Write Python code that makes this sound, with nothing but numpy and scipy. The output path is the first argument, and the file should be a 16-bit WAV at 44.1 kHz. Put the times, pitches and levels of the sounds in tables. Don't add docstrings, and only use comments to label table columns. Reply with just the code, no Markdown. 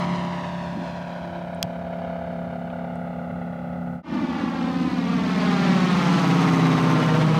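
import sys
import numpy as np
from scipy import signal
from scipy.fft import rfft, irfft, next_fast_len
from scipy.io import wavfile

SR = 44100
rng = np.random.default_rng(int(sys.argv[2]) if len(sys.argv) > 2 else 0)


def persist_wave(psi):
    counts = np.round(np.clip(psi, -1, 1) * 32767).astype(np.int16)
    wavfile.write(sys.argv[1], SR, np.atleast_2d(counts).T)


N = 325899
T = np.arange(N) / SR


def undb(db):
    return 10 ** (np.asarray(db) / 20)


def curves(table):
    times, *columns = np.transpose(table)
    return [np.interp(T, times, column) for column in columns]


def unit(x):
    return x / np.std(x)


def swell(middle_s, length_s):
    return np.exp(-2 * ((T - middle_s) / length_s) ** 2)


def noise():
    return rng.standard_normal(N)


def colour(x, points):
    size = next_fast_len(N, real=True)
    hz = np.maximum(np.fft.rfftfreq(size, 1 / SR), 1)
    point_hz, point_db = np.transpose(points)
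    gain = undb(np.interp(np.log(hz), np.log(point_hz), point_db))
    return unit(irfft(rfft(x, size) * gain, size)[:N])


def narrow_noise(hz, width_hz):
    lowpass = signal.butter(2, width_hz / 2, fs=SR, output="sos")
    slow = signal.sosfilt(lowpass, noise() + 1j * noise())
    return unit(np.real(slow * np.exp(2j * np.pi * np.cumsum(hz) / SR)))


def walk(per_s):
    place = np.minimum(T * per_s, 1022)
    k = place.astype(int)
    values, step = rng.standard_normal(1024), place - k
    return values[k] + (values[k + 1] - values[k]) * step * step * (3 - 2 * step)


def background():
    # (frequency [Hz], level [dB])
    rumble_colour = [(25, -38), (45, -22), (62, -7), (82, 0), (110, -8), (200, -15), (500, -28),
                     (1500, -38), (4000, -46), (8000, -50), (15000, -53)]
    return undb(-47) * colour(noise(), rumble_colour)


def faint_tone(middle_s=1.34, length_s=.317, top_hz=343, sag_hz=22.4):
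    place = np.clip(2 * (T - middle_s) / length_s, -1, 1)
    hz = top_hz - sag_hz * place ** 2
    return undb(-41.5) * (1 - place ** 2) * np.sin(2 * np.pi * np.cumsum(hz) / SR)


def wind():
    # (time [s], length [s], level [dB])
    gusts = [(0.791, 0.06, -30), (4.167, 0.18, -26.5), (4.427, 0.12, -28), (4.624, 0.17, -40),
             (4.857, 0.19, -26.5), (5.207, 0.13, -31), (5.72, 0.29, -30.5)]
    # (frequency [Hz], level [dB])
    gust_colour = [(25, -50), (60, -35), (130, -16), (190, -6), (245, 0), (290, -4), (340, -10), (420, -27),
                   (1000, -40), (4000, -54), (12000, -75)]
    strength = sum(undb(db) * swell(s, length) for s, length, db in gusts)
    return strength * colour(noise(), gust_colour)


def click(start_s=1.6285):
    # (pitch [Hz], time to fade by 60 dB [s], starting level [dB])
    tones = [(2750, 0.0073, -24), (3350, 0.0087, -12), (4900, 0.007, -21), (5300, 0.0049, -44),
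             (5950, .006, -30), (8100, .008, -23), (12000, 0.0014, -12)]
    age = np.clip(T - start_s, 0, .1)
    return sum(undb(db - 60 * age / fade_s) * np.sin(2 * np.pi * hz * age) for hz, fade_s, db in tones)


def knocks(size=16384):
    # (time [s], pitch [Hz], width [octaves], time to fade by 60 dB [s], level [dB])
    bursts = [(1.548, 9000, 0.25, 0.0073, -50), (1.628, 5100, 0.49, 0.0054, -9),
              (1.636, 130, 0.56, 0.11, -25), (1.645, 60, 0.44, 0.08, -29), (2.701, 2840, 0.29, 0.048, -47),
              (2.955, 7500, .4, .02, -56), (5.68, 62, 0.5, .14, -38)]
    out, age = np.zeros(N + size), np.arange(size) / SR
    freq = np.fft.rfftfreq(size, 1 / SR) + 1
    for s, hz, octaves, fade_s, db in bursts:
        band = np.exp(-(np.log2(freq / hz) / octaves) ** 2 / 2)
        burst = unit(irfft(rfft(rng.standard_normal(size)) * band))
        start = int(s * SR)
        out[start:start + size] += burst * (1 - np.exp(-hz * age)) * undb(db - 60 * age / fade_s)
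    return out[:N]


def ground(x, lag_ms, reflect):
    dull = signal.sosfiltfilt(signal.butter(1, 9000, fs=SR, output="sos"), x)
    return x + reflect * np.interp(T - lag_ms / 1000, T, dull)


def air(x, loss_db):
    hz, times, spectra = signal.stft(x, SR, nperseg=512)
    cut_db = np.outer(np.minimum(hz, 7000) / 4000, np.interp(times, T, loss_db))
    return signal.istft(spectra * undb(-cut_db), SR, nperseg=512)[1][:N]


def whistles(fall_per_s=.13):
    # (time [s], length [s], pitch [Hz], level [dB])
    notes = [(6.65, 0.18, 3890, -41), (7.035, 0.12, 2930, -38.5)]
    out = 0
    for s, length, hz, db in notes:
        note = narrow_noise(hz * (1 - fall_per_s * (T - s)), width_hz=32)
        out += undb(db) * swell(s, length) * note / np.sqrt(2)
    return out


def tip_hiss(rate, distance, ahead, cone_deg=46.7, spread_deg=7.6):
    # (frequency [Hz], level [dB])
    tip_colour = [(800, -28), (1800, 6.5), (2600, 2.5), (4400, 0), (6000, -10), (8000, -30), (14000, -43)]
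    off_cone = (np.degrees(np.arccos(ahead)) - cone_deg) / spread_deg
    blades = 2 * np.pi * 4 * np.cumsum(rate) / SR
    hiss = colour(noise() * (1 + .89 * np.cos(blades)), tip_colour)
    return hiss * undb(-37 - off_cone ** 2) / distance


def sizzle(rate, distance, ahead):
    # (frequency [Hz], level [dB])
    spit_colour = [(2000, -25), (4400, -2), (5300, -3), (6200, 7.5), (7400, -10), (8300, -3), (10000, -14),
                   (11900, -9.5), (13400, -14), (14500, -24)]
    firing = 2 * np.pi * 5 * np.cumsum(rate) / SR
    spits = noise() * np.exp(.97 * np.cos(firing) + .33 * walk(60))
    return colour(spits, spit_colour) * undb(-51.5 + 5.5 * ahead) / distance ** 3


def throbbing_bands(rate):
    # (time [s], length [s], pitch [times the cycle rate], width [Hz], level [dB], throb [dB])
    bands = [(6.57, .3, 123, 330, -38.5, 4), (7.05, .5, 113, 360, -41, 5), (7.2, .42, 31, 70, -33.5, 1)]
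    cycle = 2 * np.pi * (np.cumsum(rate) / SR - .86)
    throb = np.cos(cycle) + .35 * np.cos(2 * cycle) + .4 * np.cos(10 * cycle)
    out = 0
    for s, length, multiple, width_hz, db, throb_db in bands:
        band = unit(undb(throb_db * throb) * narrow_noise(multiple * rate, width_hz))
        out += undb(db) * swell(s, length) * band
    return out


def clatter(cycles, size=65536):
    multiples, out = np.arange(1, 400), 0
    strength = undb(-4 * (multiples % 2))
    for _ in range(2):
        spectrum = strength * np.exp(2j * np.pi * rng.random(len(multiples)))
        pattern = irfft(np.r_[0, spectrum], size)
        drift = 1.458 * T + walk(.97) + 2 * np.pi * rng.random()
        out += np.cos(drift) * pattern[(cycles % 1 * size).astype(int) % size]
    return unit(out)


def engine_tones(cycles, table, side, scatter, afterbeat_cycles=.157):
    out = 0
    for multiple, *levels in table:
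        smear = -np.pi * (multiple - 43) ** 2 / 180
        afterbeat = np.angle(1 + .5 * np.exp(-2j * np.pi * multiple * afterbeat_cycles))
        looseness = 1 + (max(multiple - 44, 0) / 9) ** 2
        phase = smear + afterbeat + np.minimum(scatter * looseness, np.pi) * rng.uniform(-.99, 1)
        gain = np.interp(side, [0, .5, 1], undb(levels))
        out += gain * np.cos(2 * np.pi * (multiple * cycles % 1) + phase)
    return np.sqrt(2) * out


def engine(rate, view, side, boom_tones, bark_tones, rasp_colour, boom_db, bark_db, burble_db,
           beats_db, clatter_db, gas_db, throb_db, lope_db, ring_on_db, flutter_db, uneven_db,
           scatter, pulsing, jitter):
    # (frequency [Hz], level [dB])
    burble_colour = [(25, -48), (50, -42), (90, -5.5), (125, 1.5), (175, 7.5), (260, 4.5), (340, 0),
                     (450, -23.5), (800, -52)]
    cycles = np.cumsum(rate) / SR - .86 + jitter * walk(40)
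    shaft, firing = 2 * np.pi * 2 * cycles, 2 * np.pi * 5 * cycles
    puffs = np.exp(pulsing * (.28 * np.cos(firing) + np.cos(2 * firing)))
    boom = engine_tones(cycles, boom_tones, side, scatter=np.pi) * undb(.5 * walk(6.7))
    boom += undb(burble_db) * colour(noise(), burble_colour)
    rasp = undb(clatter_db) * colour(puffs * clatter(cycles), rasp_colour)
    rasp += undb(gas_db) * colour(puffs * noise(), rasp_colour)
    throb = throb_db * (.15 + .85 * view) * (np.cos(shaft) + 1.2 * np.cos(shaft / 2 - .5))
    throb += ring_on_db * np.sin(shaft)
    beats = engine_tones(cycles, bark_tones, side, scatter) * undb(throb)
    lope = lope_db * view * np.cos(shaft / 2)
    bark = undb(beats_db) * beats + rasp * undb(throb / 2 + lope)
    bark *= undb(uneven_db * walk(45))
    bark *= undb(bark_db + flutter_db * walk(14))
    return boom * undb(boom_db) + bark


def wide_turn():
    # (time [s], cycle rate [Hz])
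    speed = [(0, 17.73), (.7, 17.51), (2, 17.52), (2.4, 17.41), (2.85, 17.52), (3.1, 17.45), (4, 17.51)]
    # (time [s], lag [ms])
    echo_lag = [(0, .97), (.2, 1.01), (.7, 1.15), (1.1, 1.235), (1.5, 1.295), (2.7, 1.375), (3.55, 1.49),
                (3.95, 1.457)]
    # (time [s], boom [dB], bark [dB])
    loudness = [(0, -28, -29.5), (.55, -34.5, -36), (.9, -35.5, -38), (1.25, -36.5, -38), (2.1, -35, -36.5),
                (3.2, -33, -37.5), (3.9, -31.5, -37.5)]
    # (pitch [times the cycle rate], nose-on [dB], half turned [dB], side-on [dB])
    boom_tones = [(5, -27, -25, -21), (8, -11, -23, -14), (9, -24.5, -25, -31), (10, 0, -.5, 0),
                  (12, -16.5, -13.5, -14.5), (14, -11.5, -4, -1), (16, -18, -20, -31.5),
                  (18, -23, -30, -23.5), (20, -9, -15, -24), (22, -24, -24, -34), (24, -20, -13, -20)]
    # (pitch [times the cycle rate], nose-on [dB], half turned [dB], side-on [dB])
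    bark_tones = [(26, -18, -14, -16.5), (30, -14.5, -3.5, -7.5), (32, -8.5, -15, -10), (34, -2, -5, -9.5),
                  (36, -29, -24, -16.5), (38, -9.5, 0.5, -10), (40, -20, -2.5, -7.5), (44, -21, -14.5, -12),
                  (46, -18, -14, -9.5), (48, -17, -16.5, -6), (50, -18, -17.5, -21.5), (52, -15, -28, -19),
                  (54, -9, -19, -22), (55, -14, -30, -34), (56, -9, -15, -24), (58, -20, -28, -27),
                  (60, -14, -26, -29), (64, -16, -20, -24), (66, -24, -15, -21), (70, -37, -15, -17),
                  (72, -21, -30, -15), (74, -37, -21, -14), (76, -28, -24, -16), (80, -38, -27, -15),
                  (82, -33, -17.5, -11.5), (84, -24, -28, -15.5), (98, -30, -18.5, -31),
                  (114, -34, -21, -17)]
    # (frequency [Hz], level [dB])
    rasp_colour = [(200, -52), (350, -4), (500, 0), (700, 1.5), (1000, -5.5), (1500, -4), (2500, -9.5),
                   (4000, -13.5), (6000, -20), (9000, -28), (15000, -46)]
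    # (time [s], scatter [radians])
    out_of_step = [(.4, 3), (1, 1), (1.6, .3)]
    # (time [s], depth [dB])
    ring_on = [(.5, 0), (1.3, 2), (2, 3.5), (2.9, 2.8), (3.6, 1.2)]
    (rate,), (lag_ms,), (boom_db, bark_db) = curves(speed), curves(echo_lag), curves(loudness)
    (scatter,), (ring_on_db,) = curves(out_of_step), curves(ring_on)
    turning_s = np.maximum(T - .91, 0)
    view = 1 - np.exp(-turning_s)
    side = np.clip((T - .66) / 2.88, 0, 1)
    sound = engine(rate, view, side, boom_tones, bark_tones, rasp_colour, boom_db, bark_db,
                   burble_db=-9.5, beats_db=-1, clatter_db=-7.5, gas_db=-2.5,
                   throb_db=.7, lope_db=.6, ring_on_db=ring_on_db, flutter_db=.36, uneven_db=.8,
                   scatter=scatter, pulsing=.15, jitter=.00045)
    loss_db = 4.5 + 10.5 * view + 2 * turning_s + .31 * walk(3.3)
    return air(ground(sound, lag_ms, reflect=.51), loss_db)


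def overhead_pass(closest_s=6.804, crossing_s=1.1715, share_of_sound_speed=.09):
    # (time [s], cycle rate [Hz])
    speed = [(4.55, 15.99), (5, 16.34), (5.26, 16.83), (6.08, 16.96), (6.28, 16.6), (6.62, 16.35),
             (7.31, 16.16)]
    # (pitch [times the cycle rate], nose-on [dB], half turned [dB], side-on [dB])
    boom_tones = [(5, -18.5, -18.0, -21.5), (8, -16.0, -8.0, -11.5), (9, -10.0, -13.0, -14.5),
                  (10, 1.0, 0.5, -1.5), (11, -6.5, -6.5, -8.0), (12, -18.5, -13.0, -26.5),
                  (13, -8.0, -12.0, -17.0), (14, -5.5, -2.5, -3.0), (15, -5.0, -13.0, -11.0),
                  (16, -21.5, -9.0, -2.0), (19, -14.5, -24.0, -22.0), (20, -14.5, -18.0, -14.0),
                  (22, -30.5, -17.0, -30.5), (24, -21.0, -29.5, -12.0)]
    # (pitch [times the cycle rate], nose-on [dB], half turned [dB], side-on [dB])
    bark_tones = [(25, -18.0, -20.0, -29.0), (26, -19.5, -24.0, -15.5), (30, -16.5, -22.5, -18.0),
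                  (32, -18.5, -23.0, -24.5), (34, -21.5, -23.0, -14.0), (40, -19.5, -20.5, -13.0),
                  (44, -12.5, -17.0, -13.5), (46, -22.5, -25.5, -19.5), (48, -17.5, -30.0, -17.5),
                  (50, -14.5, -31.0, -19.5), (52, -20.5, -29.5, -16.0), (55, -31.0, -29.5, -20.0),
                  (57, -31.0, -33.5, -18.0), (58, -16.5, -21.5, -17.5), (59, -20.0, -25.5, -18.0),
                  (60, -21.0, -19.5, -27.0), (62, -30.0, -25.5, -17.5), (64, -30.5, -23.5, -11.5),
                  (65, -17.5, -24.0, -16.0), (66, -19.0, -28.0, -14.5), (70, -25.5, -19.0, -15.5),
                  (71, -23.0, -28.5, -16.5), (75, -31.5, -29.5, -14.0), (76, -31.5, -29.0, -12.5),
                  (77, -32.0, -29.5, -17.5), (81, -27.0, -33.5, -19.0), (86, -32.5, -34.5, -17.0),
                  (87, -32.5, -36.0, -20.5)]
    # (frequency [Hz], level [dB])
    rasp_colour = [(200, -36), (400, 0), (600, -0.5), (900, -1), (1200, -0.5), (1600, -5.5), (2300, -7.5),
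                   (4000, -15), (6200, -23), (7500, -26), (8300, -28.5), (10000, -33.5), (13400, -41.5),
                   (14500, -53)]
    along = (T - closest_s) / crossing_s
    distance = np.hypot(1, along)
    ahead = -along / distance
    rate = curves(speed)[0] / (1 - share_of_sound_speed * ahead)
    view, side = (1 - ahead ** 2) ** 2, np.clip(2 / distance - 1, 0, 1)
    distance_db, nose = -20 * np.log10(distance), np.maximum(ahead, 0)
    boom_db = -24 + distance_db - 2.5 * nose ** 2
    bark_db = -30.5 + distance_db + 2.5 * np.sin(2 * np.arccos(nose)) ** 2
    sound = engine(rate, view, side, boom_tones, bark_tones, rasp_colour, boom_db, bark_db,
                   burble_db=-4 - view, beats_db=1.3, clatter_db=-3, gas_db=-2.4,
                   throb_db=.6, lope_db=1.1, ring_on_db=0, flutter_db=.51, uneven_db=.6,
                   scatter=1.3, pulsing=.16, jitter=.00065)
    lag_ms, reflect = 1.076 + 5.648 / distance, .85 - .3 * view
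    loss_db = -.5 + 3.5 * (distance - 1) + .31 * walk(3.3)
    sound = air(ground(sound, lag_ms, reflect), loss_db)
    sound += throbbing_bands(rate) + sizzle(rate, distance, ahead)
    return sound + ground(tip_hiss(rate, distance, ahead), lag_ms, reflect)


def scene():
    leave_s, silent_s, arrive_s = 3.95, 4.027, 4.144
    fade = np.interp(T, [leave_s, silent_s, arrive_s], [1, 0, 1])
    flight = np.where(T < silent_s, wide_turn(), overhead_pass()) + whistles()
    surroundings = background() + faint_tone() + wind() + click() + knocks()
    return (fade * (flight + surroundings))[None]


def record(dry):
    return signal.sosfilt(signal.ellip(8, .2, 70, 15800, fs=SR, output="sos"), dry)


dry = scene()
out = record(dry)
persist_wave(out)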